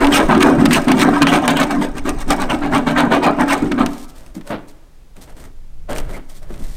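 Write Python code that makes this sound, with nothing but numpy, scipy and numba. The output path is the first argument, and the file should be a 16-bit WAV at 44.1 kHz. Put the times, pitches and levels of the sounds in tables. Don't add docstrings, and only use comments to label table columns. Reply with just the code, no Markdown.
import sys
import numpy as np
from scipy import signal
from scipy.fft import rfft, irfft
from scipy.io import wavfile
from scipy.ndimage import uniform_filter1d, map_coordinates
from numba import njit

SR = 44100
rng = np.random.default_rng(int(sys.argv[2]) if len(sys.argv) > 2 else 0)


def write(x):
    x = np.atleast_2d(x).T
    wavfile.write(sys.argv[1], SR, np.round(np.clip(x, -1, 1) * 32767).astype(np.int16))


N = 298116
TIME = np.arange(N) / SR


def undb(db):
    return 10 ** (np.asarray(db) / 20)


def unit(x):
    return x / np.sqrt(np.mean(x ** 2))


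def steady(x, span_s):
    size = max(int(span_s * SR), 8)
    power = uniform_filter1d(uniform_filter1d(x ** 2, size), size)
    return x / np.sqrt(np.abs(power) + 1e-6 * np.mean(x ** 2))


def band(x, lo_hz, hi_hz, order=3):
    return signal.sosfilt(signal.butter(order, [lo_hz, hi_hz], "band", fs=SR, output="sos"), x)


def ring(x, response):
    return signal.fftconvolve(x, response)[:len(x)]


def colour(x, spectrum, size=2048):
    hz, db = np.transpose(spectrum)
    bins_hz = np.fft.rfftfreq(size, 1 / SR)
    log_gain = np.log(undb(np.interp(np.log(bins_hz + 1), np.log(hz), db)))
    cepstrum = irfft(log_gain)
    cepstrum[1:size // 2] *= 2
    cepstrum[size // 2 + 1:] = 0
    return ring(x, irfft(np.exp(rfft(cepstrum))))


@njit
def resonance(x, hz, damping):
    out, band_state, low_state = np.empty(len(x)), 0., 0.
    for i in range(len(x)):
        g = np.tan(np.pi * hz[i] / SR)
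        passed = (band_state + g * (x[i] - low_state)) / (1 + g * (g + damping))
        band_state = 2 * passed - band_state
        low_state += 2 * g * passed
        out[i] = damping * passed
    return out


def wander(per_s):
    size = int(SR / per_s)
    held = np.repeat(rng.standard_normal(N // size + 1), size)[:N]
    return 1.37 * uniform_filter1d(uniform_filter1d(held, size), size)


def delayed(x, lag_s):
    return map_coordinates(x, [np.arange(N) - lag_s * SR], order=3, mode="reflect")


def taps(start_s, level_db):
    out = np.zeros(N)
    np.add.at(out, (start_s * SR).astype(int), undb(level_db))
    return out


def fractures(per_s, spread_db):
    size = undb(spread_db * np.minimum(rng.exponential(size=N), 4))
    return (rng.random(N) < per_s / SR) * size * rng.choice([-1, 1], N)


def spray(breaks, t60_s):
    fade = np.exp(-2 * np.log(1000) * TIME[:SR // 4] / t60_s)
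    power = ring(breaks ** 2, fade / fade.sum())
    return np.sqrt(np.abs(power)) * rng.standard_normal(N)


def crunch(per_s, low_hz, high_hz, q, spread_db):
    out, t = np.zeros(N + 2048), TIME[:2048]
    for when, pitch, chance in rng.random((int(per_s * N / SR), 3)):
        hz = low_hz * (high_hz / low_hz) ** pitch
        size = undb(-spread_db * np.log(max(chance, .03)))
        out[int(when * N):][:len(t)] += size * np.sin(2 * np.pi * hz * t) * np.exp(-np.pi * hz * t / q)
    return unit(out[:N])


def contacts(timing, levels_db, lead_db, swell_db, release_db_per_s, linger_db, fade_db_per_s):
    power = np.zeros(N)
    for (start, rise, fall), db in zip(timing, levels_db):
        span = slice(max(int(start * SR) - SR // 10, 0), int(start * SR) + SR)
        t = TIME[span] - start
        slack = np.interp(t, [0, rise, rise + fall], [1, 0, 1])
        early, past_peak, released = np.maximum([-t, t - rise, t - rise - fall], 0)
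        pressed = undb(-lead_db * early / rise - swell_db * slack ** 2 - release_db_per_s * released)
        lingering = undb(linger_db - fade_db_per_s * past_peak) * np.clip(t / rise, 0, 1)
        power[span] += (undb(db) * np.maximum(pressed, lingering)) ** 2
    return np.sqrt(power)


# time_s, level_db
CAMERA_MOVES = [(0.0, -15), (0.19, -29), (0.24, -13), (0.34, -32), (0.58, -25.5), (1.39, -31), (1.51, -33),
                (1.56, -31), (2.26, -18), (3.18, -33.5), (3.88, -26), (3.95, -32), (4.99, -40.5),
                (5.82, -26), (6.06, -17.5), (6.25, -31), (6.7, -19), (6.76, -28)]
# freq_hz, gain_db
RUMBLE_SPECTRUM = [(5, -10), (14, 4.5), (25, -4), (45, -16.5), (70, -23), (100, -28.5), (140, -25.5),
                   (250, -49), (600, -91.5)]


def camera_rumble():
    time_s, level_db = np.transpose(CAMERA_MOVES)
    noise = colour(rng.standard_normal(N), RUMBLE_SPECTRUM, size=16384)
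    rumble = steady(band(noise, 6.1, 600, order=2), span_s=0.12)
    return undb(np.interp(TIME, time_s, level_db)) * rumble


# freq_hz, gain_db
AIR_SPECTRUM = [(60, 2), (130, 0), (300, -5), (600, -10), (1100, -15), (2500, -20), (6400, -24),
                (10000, -27), (16000, -32)]


def garage_air():
    return unit(colour(rng.standard_normal(N), AIR_SPECTRUM))


# freq_hz, level_db, t60_s
PANEL_MODES = [(116.7, -13.5, 0.16), (160.8, -8, 0.38), (188.5, -9, 0.46), (246.7, 5, 0.19),
               (261, 0.5, 0.36), (283.35, 4, 0.35), (324.5, -8.5, 0.3), (365.2, -8.5, 0.25),
               (438, -17, 0.11), (497, -36, 0.055), (593, -10.5, 0.52), (623, -18.5, 0.76),
               (665, -4.5, 0.24), (727, -13.5, 0.75), (767, 2.5, 0.056), (772.5, -5.5, 0.13),
               (857, -17.5, 0.17), (880, -8, 0.067), (975, -13, 0.039), (1035, -13.5, 0.23),
               (1140, -19.5, 0.045), (1286, -9, 0.092), (1430, -17, 0.18), (1549, -12, 0.37),
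               (1654, -9, .1), (1876, -17, 0.39), (2273, -4, .08), (2470, -8, 0.17), (2800, -6.5, 0.16),
               (3080, -5, 0.055), (3520, -22.5, .06)]


def panel_response():
    t = TIME[:SR // 2]
    modes = sum((-1) ** k * undb(db) * np.sin(2 * np.pi * hz * t) * np.exp(-np.log(1000) * t / t60_s)
                for k, (hz, db, t60_s) in enumerate(PANEL_MODES))
    return modes / np.linalg.norm(modes)


def drumming(metal, slips):
    lean_db = 3 * wander(per_s=14)
    lower = undb(lean_db + 1) * unit(band(metal, 131.8, 259.2, order=5))
    higher = undb(-lean_db) * unit(band(metal, 270.5, 428, order=5))
    thud = undb(-5.5) * unit(band(slips, 147, 376, order=2))
    deep_thud = undb(-16) * unit(band(slips, 80, 150, order=2))
    return lower + higher + thud + deep_thud


# freq_hz, gain_db
GRIND_SPECTRUM = [(400, 3), (520, 4), (650, -6), (900, -1), (1300, -1.5), (1600, -2.5), (2100, -8.5),
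                  (2800, -11.5), (3800, -12), (6000, -27.5)]


def grinding(metal, slips):
    bits = crunch(per_s=240, low_hz=695.3, high_hz=4864, q=46, spread_db=2)
    ringing = unit(band(metal, 460, 2730, order=2))
    return colour(unit(slips) + undb(-4.5) * ringing + undb(-7) * bits, GRIND_SPECTRUM)


def rasping(grind, timing, centres_hz, slowing_per_s=7.6):
    hz = np.full(N, centres_hz[0])
    for (start, rise, _), centre_hz in zip(timing, centres_hz):
        first = int(start * SR)
        hz[first:] = centre_hz * np.clip(1 - slowing_per_s * (TIME[first:] - start - rise), 0.5, 1)
    rasp = band(grind, 402, 2850, order=4)
    return resonance(rasp, uniform_filter1d(hz, size=400), damping=0.94) + undb(-26) * rasp


# freq_hz, gain_db
CRUMB_SPECTRUM = [(3000, -6.5), (5000, -1.5), (6300, -1), (7100, -4.5), (8000, -1), (8700, 2.5), (9400, -3),
                  (10100, -8.5), (12000, -10), (12700, -12.5), (13600, -9.5), (16000, -23.5)]


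def crackling(slips, bite_gain):
    crumbs = unit(slips) + undb(3) * unit(fractures(per_s=600, spread_db=10))
    chips = crunch(per_s=360, low_hz=4824, high_hz=14160, q=85, spread_db=2.5)
    dust = undb(7.5) * spray(crumbs, t60_s=0.06)
    debris = band(colour(crumbs + dust + chips, CRUMB_SPECTRUM), 3500, 22000, order=4)
    bite_db = 20 * np.log10(bite_gain + 1e-9)
    hiss_db = np.clip(0.087 * (bite_db + 54), -8, 5)
    return band(debris, 2960, 9030, order=4) + undb(hiss_db) * band(debris, 11100, 22000, order=4)


# start_s, rise_s, fall_s, rasp_db, drum_db, centre_hz, grit_db, crackle_db
BLADE_STROKES = [ (0.002, 0.034, .03, -13.5, -12, 900, -25, -33.5),
                 (0.068, .014, 0.04, -20, -12.5, 776, -53, -46),
                 (0.121, 0.039, 0.031, -15.5, -18, 1200, -14.5, -19.5),
                 (0.185, 0.014, 0.033, -12, -16, 770, -24.5, -48),
                 (0.291, 0.018, 0.044, -10.5, -12, 920, -26, -37.5),
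                 (0.355, 0.011, 0.02, -28, -8, 900, -31, -49.5),
                 (0.407, .024, 0.0062, -16.5, -18, 1050, -14.5, -24),
                 (0.438, 0.0098, 0.1, -12.5, -9.5, 850, -35, -37),
                 (0.583, 0.023, 0.1, -20.5, -8.5, 800, -33.5, -39),
                 (0.71, 0.031, 0.037, -21.5, -16.5, 1700, -18, -21),
                 (0.763, 0.016, 0.013, -14, -15.5, 900, -28, -36),
                 (0.875, 0.015, 0.059, -16.5, -9.5, 950, -25, -39),
                 (0.977, 0.055, 0.005, -17, -13.5, 1150, -17, -24),
                 (1.04, 0.039, 0.031, -14.5, -10.5, 900, -34.5, -71),
                 (1.131, 0.016, 0.084, -18, -19, 1050, -31.5, -39),
                 (1.214, 0.011, 0.021, -16.5, -9, 1050, -19, -35),
                 (1.271, 0.0077, 0.043, -17.5, -17.5, 1100, -28.5, -31),
                 (1.318, 0.018, 0.053, -13.5, -13.5, 1000, -19.5, -28.5),
                 (1.426, 0.021, 0.022, -17, -18, 860, -31, -36),
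                 (1.478, 0.015, 0.044, -16, -14, 1050, -21.5, -30),
                 (1.567, 0.062, 0.017, -15.5, -15.5, 850, -21.5, -28.5),
                 (1.697, 0.014, 0.058, -20.5, -18, 930, -33, -38.5),
                 (1.765, 0.041, .015, -39, -14.5, 780, -47, -50),
                 (1.811, 0.0077, 0.052, -21.5, -33, 700, -28.5, -35),
                 (1.954, 0.04, 0.0046, -32, -27, 900, -36, -40.5),
                 (2.05, 0.015, 0.029, -26, -20, 760, -35, -37.5),
                 (2.075, .016, 0.02, -22.5, -22.5, 800, -29.5, -34.5),
                 (2.176, 0.049, 0.01, -33.5, -36, 740, -36.5, -38),
                 (2.28, 0.026, .006, -26.5, -17, 760, -31, -33.5),
                 (2.303, 0.0032, 0.036, -13.5, -20.5, 770, -20.5, -26),
                 (2.387, 0.037, 0.027, -20.5, -22, 840, -29, -37),
                 (2.494, 0.02, 0.019, -17, -22.5, 1050, -27.5, -33.5),
                 (2.528, 0.019, 0.0084, -21.5, -17, 750, -30, -37),
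                 (2.618, 0.019, 0.059, -22.5, -19, 1030, -32.5, -45.5),
                 (2.722, 0.034, 0.038, -15, -13.5, 850, -23, -32.5),
                 (2.866, .007, 0.06, -18.5, -15, 900, -25.5, -36),
                 (2.96, 0.027, 0.048, -13.5, -15.5, 1100, -21, -34),
                 (3.03, 0.0071, 0.04, -18.5, -14, 860, -49, -48),
                 (3.11, 0.02, 0.058, -12.5, -14.5, 980, -22.5, -35.5),
                 (3.224, 0.025, 0.026, -15.5, -21.5, 760, -20.5, -32.5),
                 (3.259, 0.017, 0.033, -11.5, -15, 770, -27.5, -48),
                 (3.385, 0.031, 0.03, -15, -13.5, 900, -29, -38),
                 (3.48, 0.042, 0.015, -17.5, -19.5, 1400, -20, -29),
                 (3.521, 0.0074, 0.022, -13.5, -20.5, 860, -21.5, -27),
                 (3.623, 0.0044, 0.0075, -29.5, -9.5, 780, -42, -53.5),
                 (3.654, 0.0088, 0.016, -35, -26, 700, -42, -49),
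                 (3.714, 0.0054, 0.0095, -23.5, -12, 1100, -29, -41),
                 (3.778, 0.0054, 0.02, -19.5, -14.5, 870, -32, -41),
                 (3.798, 0.011, 0.028, -16, -12.5, 840, -28.5, -40),
                 (3.861, .006, .015, -47, -28, 660, -51, -66), ]


def scraping(panel):
    timing, settings = np.hsplit(np.array(BLADE_STROKES), [3])
    rasp_db, drum_db, centre_hz, grit_db, crackle_db = settings.T
    drum_gain = contacts(timing, drum_db, lead_db=26, swell_db=3,
                         release_db_per_s=156.5, linger_db=-18, fade_db_per_s=91)
    rasp_gain = contacts(timing, rasp_db, lead_db=22.5, swell_db=5.5,
                         release_db_per_s=253.5, linger_db=-9, fade_db_per_s=106.5)
    grit_gain = contacts(timing, grit_db, lead_db=28, swell_db=13.5,
                         release_db_per_s=499.5, linger_db=-16, fade_db_per_s=108.5)
    crackle_gain = contacts(timing, crackle_db, lead_db=25.5, swell_db=11,
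                            release_db_per_s=705, linger_db=-13.5, fade_db_per_s=76.5)
    slips = fractures(per_s=1300, spread_db=4)
    metal = delayed(ring(slips, panel), lag_s=.0007 * wander(per_s=16))
    drum = drumming(metal, slips)
    grind = grinding(metal, slips)
    rasp = rasping(grind, timing, centre_hz)
    grit = band(grind, 1930, 5000, order=4)
    crackle = crackling(slips, crackle_gain)
    reflection_s = 0.000397 * undb(2 * wander(per_s=9))
    grit, crackle = (x + 0.23 * delayed(x, reflection_s) for x in (grit, crackle))
    return (drum_gain * steady(drum, span_s=0.033)
            + rasp_gain * steady(rasp, span_s=0.039)
            + grit_gain * steady(grit, span_s=0.01)
            + crackle_gain * steady(crackle, span_s=0.028))


# start_s, crack_db, bite_db
TIP_SNAPS = [(0.045, -20.5, -7), (0.0693, -14, -8), (0.3497, -24, -10.5), (0.378, -21, -17),
             (0.4064, -14, -8), (0.4264, -22, -21), (0.6558, -9, -3), (0.6598, -12, -8.5),
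             (0.7095, -18, -8.5), (0.8835, -12, -13.5), (0.9172, -6, -5), (1.018, -10, -6.5),
             (1.049, -19, -39.5), (1.22, -7.5, 0.5), (1.229, -9, -21.5), (1.2696, -19, -3), (1.479, 0, -3),
             (1.5705, -10, -14), (1.708, -15, -12.5), (1.9826, -19, -22), (2.0929, -10, -16),
             (2.306, -6, -15.5), (2.4192, -10.5, -29), (3.0055, -13, -31), (3.243, -29, -24),
             (3.4108, -15, -25), (3.7187, -25, -12), (3.862, -13, -12), (4.2632, -31, -39),
             (4.4114, -35, -33), (4.475, -24, -30), (5.1668, -33, -37), (5.9307, -18, -23),
             (5.962, -19, -22), (5.9835, -14, -20), (6.541, -32, -31.5), (6.578, -33, -46)]


def snaps():
    start_s, crack_db, bite_db = np.transpose(TIP_SNAPS)
    crack, bite = taps(start_s, crack_db), taps(start_s, bite_db)
    crack += undb(2) * spray(crack, t60_s=0.011)
    crack = band(colour(crack, CRUMB_SPECTRUM), 1600, 20000, order=2)
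    bite = band(bite + undb(6.5) * spray(bite, t60_s=0.044), 640, 2870, order=2)
    return undb(11) * crack + undb(18) * bite


# peak_s, pitch_hz, half_length_s, level_db
METAL_SQUEALS = [(0.132, 3180, 0.022, -16.5), (0.745, 2680, 0.057, -18.5), (1.29, 3010, 0.059, -21),
                 (1.577, 3030, 0.04, -23.5), (2.506, 2830, 0.023, -21.5), (6.15, 2100, 0.04, -39)]


def squeals():
    out = np.zeros(N)
    for peak_s, pitch_hz, half_length_s, level_db in METAL_SQUEALS:
        progress = np.clip((TIME - peak_s) / half_length_s, -1, 1)
        tone = band(rng.standard_normal(N), .92 * pitch_hz, 1.08 * pitch_hz, order=2)
        out += undb(level_db) * steady(tone, span_s=0.028) * np.cos(np.pi * progress / 2) ** 4
    return out


# start_s, rise_s, fall_s, rub_db, body_db, crinkle_db
FINGER_PICKS = [ (3.9, 0.086, 0.059, -63, -58, -44.5), (4.085, 0.012, 0.0067, -57, -63, -47),
                (4.16, 0.039, 0.017, -47.5, -54, -50), (4.235, 0.033, .035, -51.5, -51, -57),
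                (4.35, 0.0089, 0.011, -43, -40, -45), (4.475, 0.032, 0.0098, -36.5, -46, -45),
                (4.505, .008, .02, -22, -26, -45), (4.683, 0.015, 0.0074, -64, -53, -49),
                (5.16, 0.0069, 0.028, -51, -64, -56), (5.217, 0.015, .008, -48, -51, -44),
                (5.28, 0.018, 0.016, -45, -49, -54), (5.372, .025, .065, -46, -45, -49),
                (5.895, 0.009, 0.02, -24.5, -42, -39.5), (5.955, 0.029, 0.014, -30, -32, -37),
                (6.102, 0.051, 0.023, -34.5, -35.5, -45.5), (6.295, 0.02, .01, -49, -64, -47),
                (6.35, .014, .02, -55, -53, -48), (6.42, 0.006, 0.011, -45, -51, -52),
                (6.5, 0.042, 0.023, -43.5, -45, -52), (6.599, 0.033, 0.025, -45.5, -43.5, -48.5),
                (6.655, 0.16, .06, -51, -55, -47), ]
# freq_hz, gain_db
RUB_SPECTRUM = [(400, -10.5), (580, -4.5), (750, -12), (1000, -16.5), (1500, -20), (2200, -27.5),
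                (4000, -23)]
# freq_hz, gain_db
CRINKLE_SPECTRUM = [(1180, -19), (2000, -4), (2910, -10.5), (3280, -7), (7380, -10), (8700, -7.5),
                    (10500, -15), (14400, -14), (16000, -33)]


def picking(panel):
    timing, levels = np.hsplit(np.array(FINGER_PICKS), [3])
    rub_db, body_db, crinkle_db = levels.T
    rub_gain = contacts(timing, rub_db, lead_db=16, swell_db=-0.5,
                        release_db_per_s=294, linger_db=-24.5, fade_db_per_s=90)
    body_gain = contacts(timing, body_db, lead_db=29, swell_db=-2.5,
                         release_db_per_s=215, linger_db=-7, fade_db_per_s=80)
    crinkle_gain = contacts(timing, crinkle_db, lead_db=21, swell_db=1,
                            release_db_per_s=600, linger_db=-14.5, fade_db_per_s=71.5)
    breaks = fractures(per_s=1400, spread_db=4.8)
    breaks += undb(0.5) * spray(breaks, t60_s=0.094)
    metal = ring(breaks, panel)
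    rub = band(colour(breaks + undb(-35) * metal, RUB_SPECTRUM), 433, 2870)
    body = unit(band(metal, 168, 384)) + undb(8.5) * unit(band(breaks, 113, 350, order=2))
    crinkle = band(colour(breaks, CRINKLE_SPECTRUM), 2220, 19000)
    return (rub_gain * steady(rub, span_s=0.0071)
            + body_gain * steady(body, span_s=0.018)
            + crinkle_gain * steady(crinkle, span_s=0.047))


# start_s, boom_db, clank_db
PANEL_KNOCKS = [(4.364, -20, -57), (4.502, -20, -26.5), (5.172, -31.5, -60), (5.891, -17, -54),
                (6.503, -22.5, -37), (6.603, -28, -46)]


def knocks(panel):
    start_s, boom_db, clank_db = np.transpose(PANEL_KNOCKS)
    push, blow = taps(start_s, boom_db), taps(start_s, clank_db)
    boom = band(ring(push, panel) + undb(27) * spray(push, t60_s=0.17), 136, 300, order=2)
    clank = band(spray(blow, t60_s=0.051) + undb(-14) * ring(blow, panel), 350, 960, order=2)
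    return undb(16) * boom + undb(39) * clank


def garage_echo(x, t60_s):
    tail = rng.standard_normal(SR) * np.exp(-np.log(1000) * TIME[:SR] / t60_s)
    return band(ring(x, tail / np.linalg.norm(tail)), 140, 2600, order=1)


def scene():
    panel = panel_response()
    work = scraping(panel) + squeals() + picking(panel) + snaps() + knocks(panel)
    echo = undb(-14) * garage_echo(work, t60_s=0.83)
    return (work + echo + camera_rumble() + undb(-53) * garage_air())[None]


def record(dry):
    top_hz = 16000
    rounded = dry / (1 + dry ** 8) ** (1 / 8)
    return signal.sosfilt(signal.ellip(10, .2, 70, top_hz, fs=SR, output="sos"), rounded)


dry = scene()
out = record(dry)
write(out)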